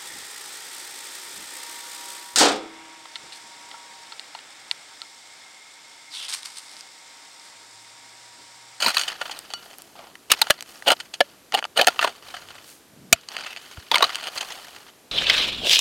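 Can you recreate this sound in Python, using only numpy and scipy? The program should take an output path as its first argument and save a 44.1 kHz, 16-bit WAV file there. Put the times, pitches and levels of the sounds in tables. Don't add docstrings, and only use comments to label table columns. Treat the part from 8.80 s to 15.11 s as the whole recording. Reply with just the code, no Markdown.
import sys
import numpy as np
from scipy import signal
from scipy.fft import rfft, irfft
from scipy.io import wavfile

SR = 44100
rng = np.random.default_rng(int(sys.argv[2]) if len(sys.argv) > 2 else 0)


def wav_record(signal):
    frames = np.transpose(np.atleast_2d(signal))
    bounded = np.clip(frames, -1, 1)
    quanta = np.round(bounded * 32767).astype(np.int16)
    wavfile.write(sys.argv[1], SR, quanta)


N = 278359

# (time [s], swell [s], crunch [dB], thud re crunch [dB], grit re crunch [dB],
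#  knock [Hz], crack [Hz], ring of the steel [dB])
BITES = [(0.063, 0.0021, -17.5, -6, -22, 907, 3950, -17), (0.083, 0.0014, -21, -8, -5, 1380, 4380, -8),
         (0.1682, 0.000086, -15.5, -37, -12.5, 1290, 4100, 23),
         (1.5177, 0.0016, -12, -18, 3, 1290, 2860, -27), (1.616, 0.0004, -12, -14.5, -5, 880, 3800, -9),
         (1.7, 0.00023, -22, -0.5, -7, 600, 1764, -7), (1.7051, 0.00026, -14, -5.5, 0, 1662, 2956, -16),
         (2.0835, 0.0059, -15, -6.5, -7.5, 683, 2920, 14), (2.105, 0.0051, -16.5, -11, -12, 744, 1430, 0),
         (2.117, 0.00035, -23, -4, 3, 660, 2940, 12), (2.4048, 0.00025, -20.5, 1, -6.5, 582, 3030, 7),
         (2.4085, 0.00046, -15, -2.5, -30, 576, 1717, -23), (2.747, 0.005, -18, 1, -9, 768, 2830, 24),
         (2.977, 0.0052, -20.5, -18, -3, 594, 2910, 10), (2.996, 0.0033, -15.5, -8, -28, 562, 1730, -13),
         (3.014, 0.0014, -15, -7.5, -9.5, 730, 2990, 3), (3.07, 0.0002, -14.5, -3.5, 0, 715, 1730, 2),
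         (3.083, 0.0013, -15.5, -8, -7, 683, 1400, -22), (3.192, 0.000089, -20, -5, -38, 1230, 2700, 2),
         (3.2445, 0.00023, -25, 9, -49, 950, 1450, -7), (4.327, 0.00005, -9, -33, 4.5, 670, 2465, -8.5),
         (5.115, 0.00009, -17.5, -1.5, -40, 915, 3290, -6),
         (5.144, 0.0029, -15.5, -7, -33, 1180, 3260, -25), (5.156, 0.00016, -16, -9, -8, 980, 2180, -2),
         (5.2269, 0.0023, -13, -1, -32, 1120, 3700, 20), (5.241, 0.0011, -15.5, -17, -31, 1210, 3960, -7)]

THUD_TOP_HZ, GRIT_FROM_HZ = 1100, 5000
BLOW_S = 0.01


def chops(knock_db=0, knock_floor_db=-10, knock_breadth=0.086, crack_db=-2, crack_breadth=0.05,
          crunch_db=-3, thud_db=-3.5, grit_db=-3, grit_decay=0.55, lowest_per_knock=0.36, hold_s=0.00099):
    bite_t60_s, t60_per_swell = 0.021, 1.4
    out, lead = np.zeros(N), 3 * BLOW_S
    t = np.arange(SR // 8) / SR - lead
    for s, swell, db, thud_rel, grit_rel, knock_hz, crack_hz, steel_db in BITES:
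        t60 = bite_t60_s + t60_per_swell * swell
        fade = np.where(t < 0, t / swell, -np.log(1000) * np.maximum(t - hold_s, 0) / t60)
        fractures = cracks(len(t), 26000, 5.3)
        force = fractures * np.exp(fade)
        thud, crunch, _ = registers(blade(fragments(force), steel_db=steel_db))

        brief_force = fractures * np.exp(fade / grit_decay)
        _, _, grit = registers(blade(fragments(brief_force), steel_db=steel_db))

        body = resonate(force, knock_hz, knock_breadth * knock_hz)
        thud, body = cut([thud, body], lowest_per_knock * knock_hz, "high", order=3)
        knock = (undb(thud_rel + knock_db) + undb(knock_floor_db)) * blow(body)
        crack = undb(crack_db) * blow(resonate(force, crack_hz, crack_breadth * crack_hz))
        low = undb(thud_rel + thud_db) * blow(thud)
        middle = undb(crunch_db) * blow(crunch)
        high = undb(grit_rel + grit_db) * blow(grit)
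        add(out, s - lead, undb(db) * (low + knock + crack + middle + high))
    return out


def cracks(size, per_s, spread_db):
    strength = undb(spread_db * np.minimum(rng.exponential(size=size), 5))
    happens = rng.random(size) < per_s / SR
    return unit(happens * rng.standard_normal(size) * strength + 1e-9)


def fragments(force, width_hz=80, ring_db=1, count=16):
    pitches = 2000 + 12000 * (np.arange(count) + rng.random(count)) / count
    rings = sum((-1) ** k * resonate(force, hz, width_hz) for k, hz in enumerate(pitches))
    return force + undb(ring_db) * rings


def blade(force, direct_db=-13, dull_hz=7500, steel_db=0):
    grip_detune = 0.014
    ring = steel(force, damping_hz=83, stretch=1 + grip_detune * rng.random())
    direct = cut(cut(force, dull_hz, "low", order=1), 190, "high")
    return undb(steel_db) * ring + undb(direct_db) * direct


def steel(force, damping_hz=0, stretch=1):
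    # (frequency [Hz], level [dB], t60 [s])
    modes = [(747, 13.5, 0.02), (893, 3, 0.041), (1208, 5.5, 0.036), (1389, 3.5, 0.22), (1770, 15, 0.0047),
             (2600, 14.5, 0.0056), (2945, 4, 0.2), (4500, 6, 0.1), (5720, -3, 0.1), (3010, 8.5, 0.0075),
             (4100, 5.5, 0.03), (6320, 8.5, 0.017), (6855, 0, 0.031), (8130, 8, 0.025)]
    hz, db, t60 = np.transpose(modes)
    widths = np.log(1000) / (np.pi * t60) + damping_hz
    gains = undb(db) * widths.mean() / widths
    return sum(gain * resonate(force, f, width) for f, width, gain in zip(hz * stretch, widths, gains))


def registers(x):
    thud = cut(x, THUD_TOP_HZ, "low", order=4)
    crunch = cut(x, [THUD_TOP_HZ, GRIT_FROM_HZ], "band", order=3)
    grit = cut(x, GRIT_FROM_HZ, "high", order=5)
    return thud, crunch, grit


def drags(level_db=-4, grit_db=-7.0, grit_slope=0.44, rasp_db=-2, rasp_width_hz=240,
          judder_db=4.5, slips_per_s=280, lowest_hz=170):
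    # (start [s], end [s], crunch [dB], thud re crunch [dB], ring of the steel [dB], rasp of the edge [Hz])
    pulls = [(0, 0.106, -23, -11, 8, 4110), (0.135, 0.239, -30, -33, 17, 4260),
             (1.497, 1.532, -23.5, -8.5, -46, 2550), (2.061, 2.123, -23, 3, 3, 2920),
             (2.728, 2.788, -33.5, 1, -15, 810), (2.959, 3.032, -29.5, 7, 15, 2980),
             (3.208, 3.247, -25.5, -7, -6, 1700), (3.239, 3.297, -35, 3.5, 11, 1010),
             (5.11, 5.253, -33, 1.5, 6, 1010), (4.656, 4.747, -42, -11.5, -26, 2580),
             (5.422, 5.485, -33, -5.5, 11, 3000)]
    rise_s, release_s = 0.0066, 0.011
    out = np.zeros(N)
    for start, end, db, thud_rel, steel_db, rasp_hz in pulls:
        length = end - start
        t = np.arange(int((max(length, BLOW_S) + 2 * BLOW_S) * SR)) / SR
        contact = np.clip(t / rise_s, 0, 1) * np.exp(-np.maximum(t - length, 0) / release_s)
        judder = undb(judder_db * waver(len(t), slips_per_s))
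        force = cracks(len(t), 6000, 2.8) * contact * judder
        scraping = cut(blade(fragments(force), steel_db=steel_db), lowest_hz, "high")
        thud, crunch, grit = registers(scraping)
        rasp = undb(rasp_db) * unit(resonate(force, rasp_hz, rasp_width_hz))
        sharpness = (rasp_hz / GRIT_FROM_HZ) ** grit_slope
        fine = undb(grit_db) * sharpness * unit(grit)
        pull = unit(crunch) + undb(thud_rel) * unit(thud) + fine + rasp
        add(out, start, undb(db + level_db) * pull)
    return out


def waver(size, per_s):
    steps = np.arange(size) * per_s / SR
    values = rng.standard_normal(int(steps[-1]) + 2)
    return np.interp(steps, np.arange(len(values)), values)


def clods(swell_s=0.0016, crumble_s=0.0057, breadth=1.0, steel_db=3, spread_db=3.0):
    # (time [s], level [dB], centre [Hz])
    landings = [(0.024, -20.5, 3600), (0.147, -25.5, 4350), (0.195, -22.5, 4310), (0.214, -23.5, 4130),
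                (0.281, -22.5, 3320), (0.415, -23, 1400), (0.457, -34, 1900), (0.496, -33.5, 1480),
                (0.5137, -30, 4000), (1.6698, -31, 1480), (2.202, -29.5, 3000), (2.34, -29, 4100),
                (2.775, -28, 2000), (3.275, -23, 1000), (3.5434, -30.5, 1450), (4.609, -36, 2770),
                (4.665, -30.5, 2190), (4.772, -34.5, 2550), (4.973, -40, 1430), (5.208, -21, 1030),
                (5.5766, -25.5, 3500), (5.61, -25, 2900), (5.7214, -34, 3450)]
    out, lead = np.zeros(N), 2 * BLOW_S
    t = np.arange(SR // 10) / SR - lead
    for s, db, hz in landings:
        force = cracks(len(t), 12000, spread_db) * np.exp(np.minimum(t / swell_s, -t / crumble_s))
        crumbling = resonate(blade(force, steel_db=steel_db), hz, breadth * hz)
        add(out, s - lead, undb(db) * blow(crumbling))
    return out


def pebbles(contact_cycles=2.9, breadth=0.7, light_hz=3800):
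    # (time [s], level [dB], centre [Hz])
    strikes = [(0.182, -23, 4000), (0.236, -31, 4020), (0.5905, -35.5, 7900), (0.9845, -43, 9850),
               (1.0206, -43, 9000), (1.354, -40.5, 1800), (1.808, -34, 4960), (1.825, -36, 4750),
               (2.0235, -37, 1960), (2.7223, -30.5, 1940), (2.79, -26, 2250), (2.826, -29, 1100),
               (2.8415, -26.5, 1760), (2.8515, -28.5, 1460), (3.046, -29.5, 3000), (3.227, -19.5, 1650),
               (4.412, -54, 4000), (4.4875, -33.5, 4170), (4.5665, -27, 2070), (4.763, -35, 2450),
               (5.1725, -24.5, 1450), (5.1825, -23, 2950), (5.3465, -30.5, 2800), (5.3559, -25.5, 3050)]
    out, t = np.zeros(N), np.arange(SR // 10) / SR
    for s, db, hz in strikes:
        force = rng.standard_normal(len(t)) * np.exp(-t * hz / contact_cycles)
        tick = blade(force) + (hz / light_hz) ** 2 * force
        add(out, s, undb(db) * blow(resonate(tick, hz, breadth * hz)))
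    return out


def clinks(tick_db=-2.5, ring_db=2.5, contact_hz=4200):
    # (time [s], level [dB])
    taps = [(0.704, -42), (0.7371, -28.5)]
    out, t = np.zeros(N), np.arange(SR // 3) / SR
    for s, db in taps:
        tick = cut(blade(rng.standard_normal(len(t)) * np.exp(-t / 0.0015)), contact_hz, "low")
        ring = resonate(steel(signal.unit_impulse(len(t))), contact_hz, contact_hz)
        add(out, s, undb(db) * (undb(tick_db) * blow(tick) + undb(ring_db) * blow(ring)))
    return out


def trickle(crumb_db=-1, lump_db=-5.5, sand_db=0, rub_db=1, crumble_s=0.0051, tumbles_per_s=110):
    crumb_gain, lump_gain, sand_gain = flow()
    patter = unit(cut(grains(N, 2400, 2.3, cycles=10.3), 6700, "low", order=1))
    rubbing = unit(blade(cracks(N, 2500, 1.12)))
    spurts = tumbles(tumbles_per_s, crumble_s, steady=1.1)
    lumps, crumbs, grit = registers((patter + undb(rub_db) * rubbing) * spurts)
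    sand = unit(cut(cracks(N, 3000, 2.3), [GRIT_FROM_HZ, 13000], "band", order=1))
    fine = unit(unit(grit) + undb(1.5) * sand)
    rolling = undb(lump_db) * lump_gain * unit(lumps)
    pattering = undb(crumb_db) * crumb_gain * unit(crumbs)
    return rolling + pattering + undb(sand_db) * sand_gain * fine


def flow():
    # (start [s], length [s], crumbs [dB], lumps re crumbs [dB], sand re crumbs [dB])
    slides = [(0, 0.32, -28.5, -6.5, -15.5), (0.37, 0.5, -39.5, -2, -10), (0.773, 0.86, -50.5, 1, -3),
              (1.143, 0.09, -44, 7.5, -17), (1.533, 0.19, -39, -3, -9), (1.845, 1, -48.5, -1, -2.5),
              (2.999, 0.37, -40.5, 0, -9.5), (3.41, 0.41, -40.5, -3.5, -11), (3.814, 0.12, -50.5, -21, 2.5),
              (4.47, 0.19, -36.5, -4.5, -16.5), (4.771, 0.67, -43, -11, -9.5), (5.198, 0.2, -32, -6, -14.5),
              (5.492, 0.3, -34.5, -3, -10), (5.762, 0.31, -43, -3.5, -8.5)]
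    rise_s, sag_db_per_s, settle_db_per_s = 0.056, 22.5, 140
    spill_db, spill_db_per_s = -33.5, 99
    power = np.zeros((3, N))
    t = np.arange(SR) / SR
    for s, length, db, lumps_rel, sand_rel in slides:
        fall_db = sag_db_per_s * t + settle_db_per_s * np.maximum(t - length, 0)
        gain = np.minimum(t / rise_s, 1) * undb(db - fall_db)
        for track, rel in zip(power, (0, lumps_rel, sand_rel)):
            add(track, s, (gain * undb(rel)) ** 2)
    for s, _, db, *_ in BITES:
        add(power[0], s, undb(db + spill_db - spill_db_per_s * t) ** 2)
    return np.sqrt(power)


def grains(size, per_s, spread_db, cycles):
    when, pitch, chance = rng.random((int(per_s * size / SR) + 1, 3)).T[:, :, None]
    hz, t = 400 * 35 ** pitch, np.arange(200)
    strength = undb(spread_db * np.minimum(-np.log(1 - chance), 4)) * hz ** 0.75
    rings = strength * np.exp(-t * hz / SR / cycles) * np.cos(2 * np.pi * hz * t / SR)
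    places = (when * size).astype(int) + t
    return unit(np.bincount(places.ravel(), rings.ravel(), size)[:size])


def tumbles(per_s, crumble_s, steady):
    starts = np.abs(cracks(N, per_s, 0))
    spurts = signal.lfilter([1], [1, -np.exp(-1 / (crumble_s * SR))], starts)
    return unit(steady + unit(spurts))


def bumps(breadth=0.84):
    # (middle of the push [s], length [s], centre [Hz], level [dB])
    thumps = [(0.073, 0.064, 238, -42.5), (3.624, 0.62, 95, -70), (4.227, 0.4, 177.5, -57.5),
              (4.329, 0.01553, 254, -32.5), (4.329, 0.014, 81, -38), (4.979, 0.026, 83, -42)]
    out = np.zeros(N)
    for s, length, hz, db in thumps:
        push = np.hanning(int(length * SR))
        push = np.pad(push * rng.standard_normal(len(push)), (0, len(push)))
        rumble = resonate(resonate(push, hz, breadth * hz), hz, breadth * hz)
        add(out, s - length / 2, undb(db) * unit(rumble))
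    return out


def faint_noise(level_db=-54):
    # (frequency [Hz], relative density [dB per Hz])
    spectrum = [(18, -49), (30, -18), (75, -8.5), (337, -0.5), (698, -6), (1200, -9.5), (13500, -17.5),
                (15000, -32)]
    hz, db = np.transpose(spectrum)
    gain = undb(np.interp(np.log(np.fft.rfftfreq(N, 1 / SR) + 1), np.log(hz), db))
    return undb(level_db) * unit(irfft(rfft(rng.standard_normal(N)) * gain, N))


def undb(db):
    return 10 ** (np.asarray(db) / 20)


def unit(x):
    return x / np.sqrt(np.mean(x ** 2))


def blow(x):
    return x / np.sqrt(np.sum(x ** 2) / (BLOW_S * SR))


def add(track, s, x):
    i = int(s * SR)
    a, b = max(i, 0), min(i + len(x), N)
    track[a:b] += x[a - i:b - i]


def cut(x, hz, kind, order=2):
    sos = signal.butter(order, np.minimum(hz, SR / 2.1), kind, fs=SR, output="sos")
    return signal.sosfilt(sos, x)


def resonate(x, hz, width_hz):
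    b, a = signal.iirpeak(min(hz, SR / 2.2), hz / min(width_hz, SR / 4), fs=SR)
    return signal.lfilter(b, a, x + 1e-18)


def scene():
    hoe = chops() + drags() + clods() + pebbles() + clinks()
    air = faint_noise()
    mono = hoe + trickle() + bumps() + air
    hiss = undb(-16.5) * faint_noise()
    return mono + hiss * np.array([[1], [-1]])


def record(dry):
    top_hz = 15900
    clipped = np.clip(dry, -1, 1)
    return signal.sosfilt(signal.ellip(10, 0.2, 80, top_hz, fs=SR, output="sos"), clipped)


dry = scene()
out = record(dry)
wav_record(out)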